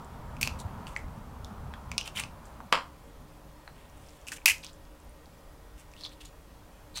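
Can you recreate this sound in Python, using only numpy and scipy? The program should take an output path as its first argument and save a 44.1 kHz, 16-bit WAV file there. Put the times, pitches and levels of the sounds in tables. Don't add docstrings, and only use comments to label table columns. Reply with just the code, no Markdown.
import sys
import numpy as np
from scipy import signal
from scipy.io import wavfile
from scipy.ndimage import uniform_filter1d

SR = 44100
rng = np.random.default_rng(int(sys.argv[2]) if len(sys.argv) > 2 else 0)


def dump(signal):
    limited = np.clip(np.atleast_2d(signal).T, -1, 1)
    pcm = np.round(limited * 32767).astype(np.int16)
    wavfile.write(sys.argv[1], SR, pcm)


def invert_db(level):
    return 10 ** (np.asarray(level, dtype=float) / 20)


N = 308700


def evened(x):
    return x / np.sqrt(np.mean(x ** 2) + 1e-20)


def peaked(x):
    return x / (abs(x).max() + 1e-12)


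def read(points, hz):
    f, value = np.transpose(points)
    return np.interp(np.log(hz + 1), np.log(f + 1), value)


def add(mix, s, sound):
    part = mix[round(s * SR):][:len(sound)]
    part += sound[:len(part)]


def above(x, hz):
    return signal.sosfilt(signal.butter(3, hz, "high", fs=SR, output="sos"), x)


def resonate(x, hz, width):
    turn = np.exp(2j * np.pi * np.cumsum(hz * np.ones(len(x))) / SR)
    r = np.exp(-np.pi * width / SR)
    return 2 * (turn * signal.lfilter([1 - r], [1, -r], x / turn + 1e-18)).real


def steep(x, hz, width):
    return resonate(resonate(x, hz, width), hz, width)


def wash(spectrum, patchy_db):
    frames, hz = N // 512 + 5, np.fft.rfftfreq(2048, 1 / SR)
    a, b, patches = rng.standard_normal((frames, 1025, 3)).T
    patches = uniform_filter1d(patches, size=8, axis=0)
    patches = evened(uniform_filter1d(patches, size=8, axis=1))
    z = (a + 1j * b) * invert_db(read(spectrum, hz)[:, None] + patchy_db * patches)
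    return evened(signal.istft(z, nperseg=2048, noverlap=1536)[1][:N])


# frequency in Hz, level in dB per Hz.
QUIET = [(12, -30), (20, -0.5), (55, 11), (77, -6.5), (193, -13.5), (270, -9.5), (301, -16.5), (422, -10.5),
         (459, -17.5), (499, -23.5), (542, -9), (642, -14.5), (2460, -24), (3950, -27.5), (16000, -33)]


def quiet():
    return invert_db(-52.5) * wash(QUIET, patchy_db=1.5)


# time in seconds, level in dB.
CAR = [(0, -47), (.1, -49), (.4, -47), (.56, -45.5), (.82, -46), (1.27, -52), (1.55, -48.5), (2.05, -52),
       (2.22, -50.5), (2.38, -53.5), (2.55, -51), (2.86, -61.5), (3.4, -61.5), (5.0, -63.5), (6.4, -65),
       (7, -61.5)]
# frequency in Hz, level in dB per Hz.
TYRES = [(200, -26), (350, -8), (600, -6.5), (950, -1), (1300, -6.5), (2000, -21), (3500, -28.5),
         (7000, -41.5)]
# frequency in Hz, level in dB per Hz.
ENGINE = [(20, -15.5), (50, 2), (100, -1.5), (160, -5), (240, -7), (320, -27), (500, -56)]


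def car():
    near_db = np.interp(np.arange(N) / SR, *np.transpose(CAR)) + 52
    tyres = invert_db(-53.5 + 0.88 * near_db) * wash(TYRES, patchy_db=1.0)
    engine = invert_db(-48 + 0.94 * near_db) * wash(ENGINE, patchy_db=3.5)
    return tyres + engine


# frequency in Hz, level in dB.
HUM = [(156, -67.5), (301.5, -65.5), (466, -69), (544, -69.5), (595, -71.5), (990, -74), (1879, -77),
       (3290, -81.5)]


def hum():
    return sum(invert_db(db) * evened(resonate(rng.standard_normal(N), hz, 3.8)) for hz, db in HUM)


# start in seconds, end in seconds.
BRITTLE = [
    (.4, .5),
    (2.16, 2.22),
    (4.26, 4.5),
]


def snap(s, blow_db, hollow_hz, width, treble_db, thud_db):
    t = np.arange(500) / SR
    crack = rng.standard_normal(len(t))
    air_db = 6 if any(start < s < end for start, end in BRITTLE) else -14
    if hollow_hz < 4000:
        push = np.append(np.hanning(9), np.zeros(len(t) - 9))
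    else:
        push = 1. * (t == 0)
    ring = peaked(above(steep(push, hollow_hz, .55 * width), .6 * hollow_hz))
    thud = peaked(above(steep(push, 936.0, 780.0), 480.0))
    body = ring + invert_db(thud_db - 7.5) * thud
    bright = []
    # (decay in s, air lift in dB)
    for tau, lift_db in (.0009, 0), (.00005, 3.5):
        splinter = np.append(1.5, crack[1:]) * np.exp(-t / tau)
        edge = resonate(steep(above(splinter, 4500.0), 4000.0, 6800.0), 5500., 6000.)
        air = steep(above(splinter, 11600.0), 10500.0, 5400.0)
        air *= invert_db(0.43 * blow_db + air_db + lift_db)
        bright.append(0.69 * np.linalg.norm(ring) * (edge + air) / np.linalg.norm(edge))
    return invert_db(blow_db) * (body + invert_db(treble_db) * np.array(bright))


SLACK_THUD_DB = -19


# time in seconds, blow in dB, centre in Hz.
TICKS = [(.047, -43.5, 7640), (0.955, -46, 6100), (1.9806, -11.5, 4660), (2.2, -20.5, 8900),
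         (2.4554, -41, 7540), (3.899, -50, 6000), (3.974, -48, 9000), (4.065, -48, 5200),
         (4.087, -44, 5300), (4.093, -45, 5000), (4.106, -46, 7000), (4.215, -49, 6450),
         (4.3134, -54, 5130), (4.5825, -37, 6300), (4.62, -47, 8000), (4.6664, -30, 4970),
         (4.7327, -44, 7540), (4.74, -51, 6200), (4.8532, -49, 4840), (5.0024, -48, 7770),
         (5.047, -50, 12000), (5.0947, -46, 9000), (5.2585, -45, 4290), (5.809, -55, 6560),
         (5.9168, -47, 5880), (5.9996, -51, 5100), (6.01, -35, 4560), (6.094, -44, 5900),
         (6.212, -39, 4440), (.972, -35.5, 7600)]


def ticks():
    return [(s, db, hz, 3500, -37 - .53 * db, SLACK_THUD_DB) for s, db, hz in TICKS]


# time in seconds, blow in dB, hollow in Hz, treble in dB.
FREE = [(.3673, -40.5, 2450, -4), (.4297, -13.5, 2490, -3.5), (.4297, -20.5, 4500, -12),
        (.869, -41, 4550, -14), (1.4465, -39, 3550, 3), (1.7388, -38.5, 3350, -8.5), (2.012, -26, 2900, -6),
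        (2.604, -32, 915, -26), (3.6772, -41, 4120, -22), (4.269, -42, 2660, 4), (4.2739, -36.5, 2650, -12),
        (4.4696, -21, 10300, -11), (5.9372, -45, 2500, -1), (5.9822, -52, 3460, -10),
        (6.0364, -30.5, 4130, -12), (6.05, -29, 3520, -17), (6.9585, -32, 4050, -9),
        (6.9658, -30, 4120, -20)]
# time in seconds, blow in dB, hollow in Hz, treble in dB.
GRIPPED = [(.413, -26.5, 2260, 5), (.9637, -20.5, 2065, -14.5), (1.9803, -22.5, 2520, 6),
           (2.1971, -26.5, 2870, 0), (4.285, -30.5, 2600, -2), (4.3194, -29.5, 1670, 0),
           (4.3394, -43, 2760, -5), (4.4581, -14.5, 2150, 10), (4.4602, -4.5, 2490, -2),
           (4.4867, -14, 2400, -4), (4.6375, -37.5, 2480, -4), (6.0417, -32.5, 4360, -16),
           (6.0541, -31.5, 4045, -19), (6.2558, -45, 6830, 3), (6.9425, -49, 3980, -18),
           (6.951, -46.5, 4130, -8)]
# time in seconds, blow in dB, hollow in Hz, treble in dB.
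DEEP = [(.4745, -21.5, 2570, -0.5), (.8689, -35.5, 2800, -9), (.9927, -49, 2150, -4),
        (1.9164, -28, 2360, -1.5), (2.0772, -30.5, 2780, 0.5), (2.1708, -28, 3020, -18),
        (2.1792, -31, 2630, 1.5), (2.1887, -26.5, 2200, -12), (2.2006, -27.5, 2370, -12),
        (2.2371, -29, 2580, -2.5), (4.3262, -33, 2540, -13), (4.383, -42, 2390, -20),
        (4.4176, -46, 2400, -22), (4.6466, -39.5, 3300, 8), (5.9654, -46, 2860, -6),
        (6.0629, -36, 3860, -19), (6.9736, -30.5, 6170, 2), (6.981, -35, 4000, -4)]


def cracks():
    rows = []
    for holds, width, thud_db in (FREE, 930, SLACK_THUD_DB), (GRIPPED, 810, -9), (DEEP, 790, 0.5):
        rows += [(s, db, hz, width, treble_db, thud_db) for s, db, hz, treble_db in holds]
    return rows


def stroke(rows, spread):
    s, *columns = np.transpose(rows)
    t = np.arange(s[0], s[-1], 1 / SR)
    pressure_db, hollow_hz, treble_db = (np.interp(t, s, c) for c in columns)
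    chance, sign, size, spot = rng.random((len(t), 4)).T
    slips = (chance < 2600 / SR) * np.sign(sign - .5)
    slips *= invert_db(-3.2 * np.log(size + 0.014))
    spot = np.repeat(spot[::130], 130)[:len(t)]
    wander_hz = hollow_hz * (1 + spread * (0.48 * spot ** 2 - .15))
    body = evened(above(steep(slips, wander_hz, spread * 1700.0), 1300.0))
    rustle = evened(steep(above(slips, 1330.0), 5150.0, 6000.0))
    fizz = evened(steep(steep(above(slips, 3220.0), 7200.0, 7000.), 7650.0, 9400.0))
    grit = body + invert_db(treble_db) * (fizz + 0.95 * rustle)
    return s[0], invert_db(pressure_db - 6.5) * grit * signal.windows.tukey(len(t), .15)


def stretched(moves, shape, spread):
    strokes = []
    for s, length, db, hz, treble_db in moves:
        rows = [(s + share * length, db + shape_db, hz, treble_db) for share, shape_db in shape]
        strokes.append((rows, spread))
    return strokes


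# start in seconds, length in seconds, pressure in dB, hollow in Hz,
# treble in dB.
SKIDS = [(.408, 0.064, -31, 2620, 0.5), (.864, 0.076, -43, 2780, -4), (2.44, 0.12, -66, 5000, 7),
         (3.73, 0.37, -54, 2480, -13), (4.266, 0.087, -45, 2650, 4.5), (4.314, 0.063, -35, 2520, 1.5),
         (4.625, 0.08, -35.5, 3570, -17), (6.2, 0.07, -41.5, 3050, -10.5), (6.245, 0.047, -44, 3950, -4)]
# share of length 0-1, pressure in dB.
SKID_SHAPE = [(0, -17), (.14, -3), (.55, -15), (1, -13)]


def skids():
    return stretched(SKIDS, SKID_SHAPE, 1.0)


# time in seconds, level in dB, frequency in Hz.
BUMPS = [
    (0.504, -35.5, 79.5),
    (0.546, -36, 71),
    (.643, -27.5, 86.5),
]


def bumps():
    out, t = np.zeros(N), np.arange(1500) / SR
    for s, db, hz in BUMPS:
        add(out, s, invert_db(db) * np.hanning(len(t)) * np.sin(2 * np.pi * hz * t))
    return out


# start in seconds, length in seconds, pressure in dB, hollow in Hz,
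# treble in dB.
DRAGS = [(6.94, 0.073, -42.5, 2820, -5.5), (.578, 0.051, -52, 4780, 3.5), (2.035, 0.073, -43, 2880, -8),
         (2.13, 0.12, -34.5, 2730, -9), (3.85, 0.51, -63, 2920, -3.5), (5.76, 0.081, -58, 2970, -0.5),
         (5.94, 0.15, -50, 3920, -14), (6.025, 0.062, -40, 3950, -27), (6.1, 0.054, -54, 3300, -10)]
# share of length 0-1, pressure in dB.
DRAG_SHAPE = [(0, -39), (.25, -1.5), (.5, 3.5), (.7, -1.5), (1, -19)]


def drags():
    return stretched(DRAGS, DRAG_SHAPE, 1.0)


# time in seconds, blow in dB, hollow in Hz.
KNOCKS = [
    (1.738, -33, 1400),
    (2.606, -55, 1300),
    (3.6776, -34.5, 1390),
]


def knocks():
    return [(*row, 1500, -25, 8) for row in KNOCKS]


# time in seconds, level in dB, frequency in Hz.
PINGS = [
    (1.739, -59, 3400),
    (1.981, -33.5, 2850),
    (2.2, -48, 6300),
    (6.062, -50, 3400),
    (6.213, -62, 6300),
    (6.256, -56, 6900),
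]


def pings():
    out, t = np.zeros(N), np.arange(SR // 5) / SR
    for s, db, hz in PINGS:
        add(out, s, invert_db(db - 60 * t / 0.12) * np.sin(2 * np.pi * hz * t))
    return out


# time in seconds, blow in dB.
DROP = [
    (2.726, 0),
    (2.724, -24),
    (2.7302, -15),
    (2.7375, -13.5),
    (2.753, -15),
    (2.775, -31),
]
# frequency in Hz, width in Hz, level in dB.
BOARD = [(165, 130, -16), (505, 460, -0.5), (1090, 440, 11), (1560, 1200, 11), (2400, 1760, 13.5),
         (3250, 650, 7.5), (3670, 1400, 2), (5000, 1400, 4), (7400, 1400, -3), (11300, 3400, -6)]


def drop():
    pushes, out, first = np.zeros(6000), np.zeros(N), min(DROP)[0]
    for s, db in DROP:
        add(pushes, s - first, invert_db([db]))
    sound = 0
    for k, (hz, width, db) in enumerate(BOARD):
        sound = sound + (-1) ** k * invert_db(db) / width * steep(pushes, hz, width)
    add(out, first, invert_db(DROP[0][1]) * peaked(sound))
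    return out


# start in seconds, length in seconds, pressure in dB, hollow in Hz, treble in dB.
RIPS = [
    (4.452, 0.082, -19.5, 2400, -9),
    (6.935, 0.08, -37, 4230, -10.5),
]


def rips():
    return stretched(RIPS, DRAG_SHAPE, .4)


# time in seconds, blow in dB.
TEAR = [
    (4.4803, -14.5),
    (4.499, -19),
]


def tear():
    return [(*row, 2400, 900, 0, SLACK_THUD_DB) for row in TEAR]


# frequency in Hz, 60 dB decay time in seconds.
ROOM = [(300, 0.26), (1000, 0.28), (2500, 0.2), (5000, 0.23), (9000, 0.25), (15000, 0.21)]


def room(x):
    out, turn = np.zeros(N), np.arange(N) / SR * 7
    for k in range(3):
        taps = np.zeros(SR // 2)
        at = np.arange(0, SR // 2 - 20, 20) + rng.integers(0, 20, (SR // 2 - 1) // 20)
        taps[at] = rng.standard_normal(at.shape)
        hz, t, z = signal.stft(taps, SR, nperseg=128)
        tail = signal.istft(z * invert_db(-60 * t / read(ROOM, hz)[:, None]), SR, nperseg=128)[1]
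        after = np.maximum(np.arange(len(tail)) / SR - 0.0033, 0)
        tail *= (after > 0) * (1 - 0.067 * np.exp(-after / 0.066))
        tail *= invert_db(-3 * np.clip((after - 0.0053) / 0.002 + 1, 0, 1))
        share = np.sqrt(2 / 3) * np.cos(turn + k * np.pi / 3)
        out += signal.fftconvolve(x * share, tail / np.linalg.norm(tail))[:N]
    return signal.lfilter(*signal.butter(1, 7000., fs=SR), out)


def scene():
    background = quiet() + car() + hum() + bumps()
    snaps, sent, grit = np.zeros((3, N))
    for blow in ticks() + cracks() + knocks() + tear():
        near, far = snap(*blow)
        add(snaps, blow[0] - .0002, near)
        add(sent, blow[0] - .0002, far)
    for move in skids() + drags() + rips():
        add(grit, *stroke(*move))
    grit += pings()
    landing = drop()
    echo = room(sent + invert_db(-3) * grit + invert_db(3) * landing)
    return (snaps + grit + landing + invert_db(-6) * echo + background)[None]


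def top_cut(x):
    return signal.sosfilt(signal.butter(12, 16820, fs=SR, output="sos"), x)


def record(dry):
    limit = .56
    limited = limit * np.tanh(dry / limit)
    limited = signal.oaconvolve(limited, signal.firwin(127, 16000, fs=SR)[None], "same")
    return top_cut(limited)


dry = scene()
out = record(dry)
dump(out)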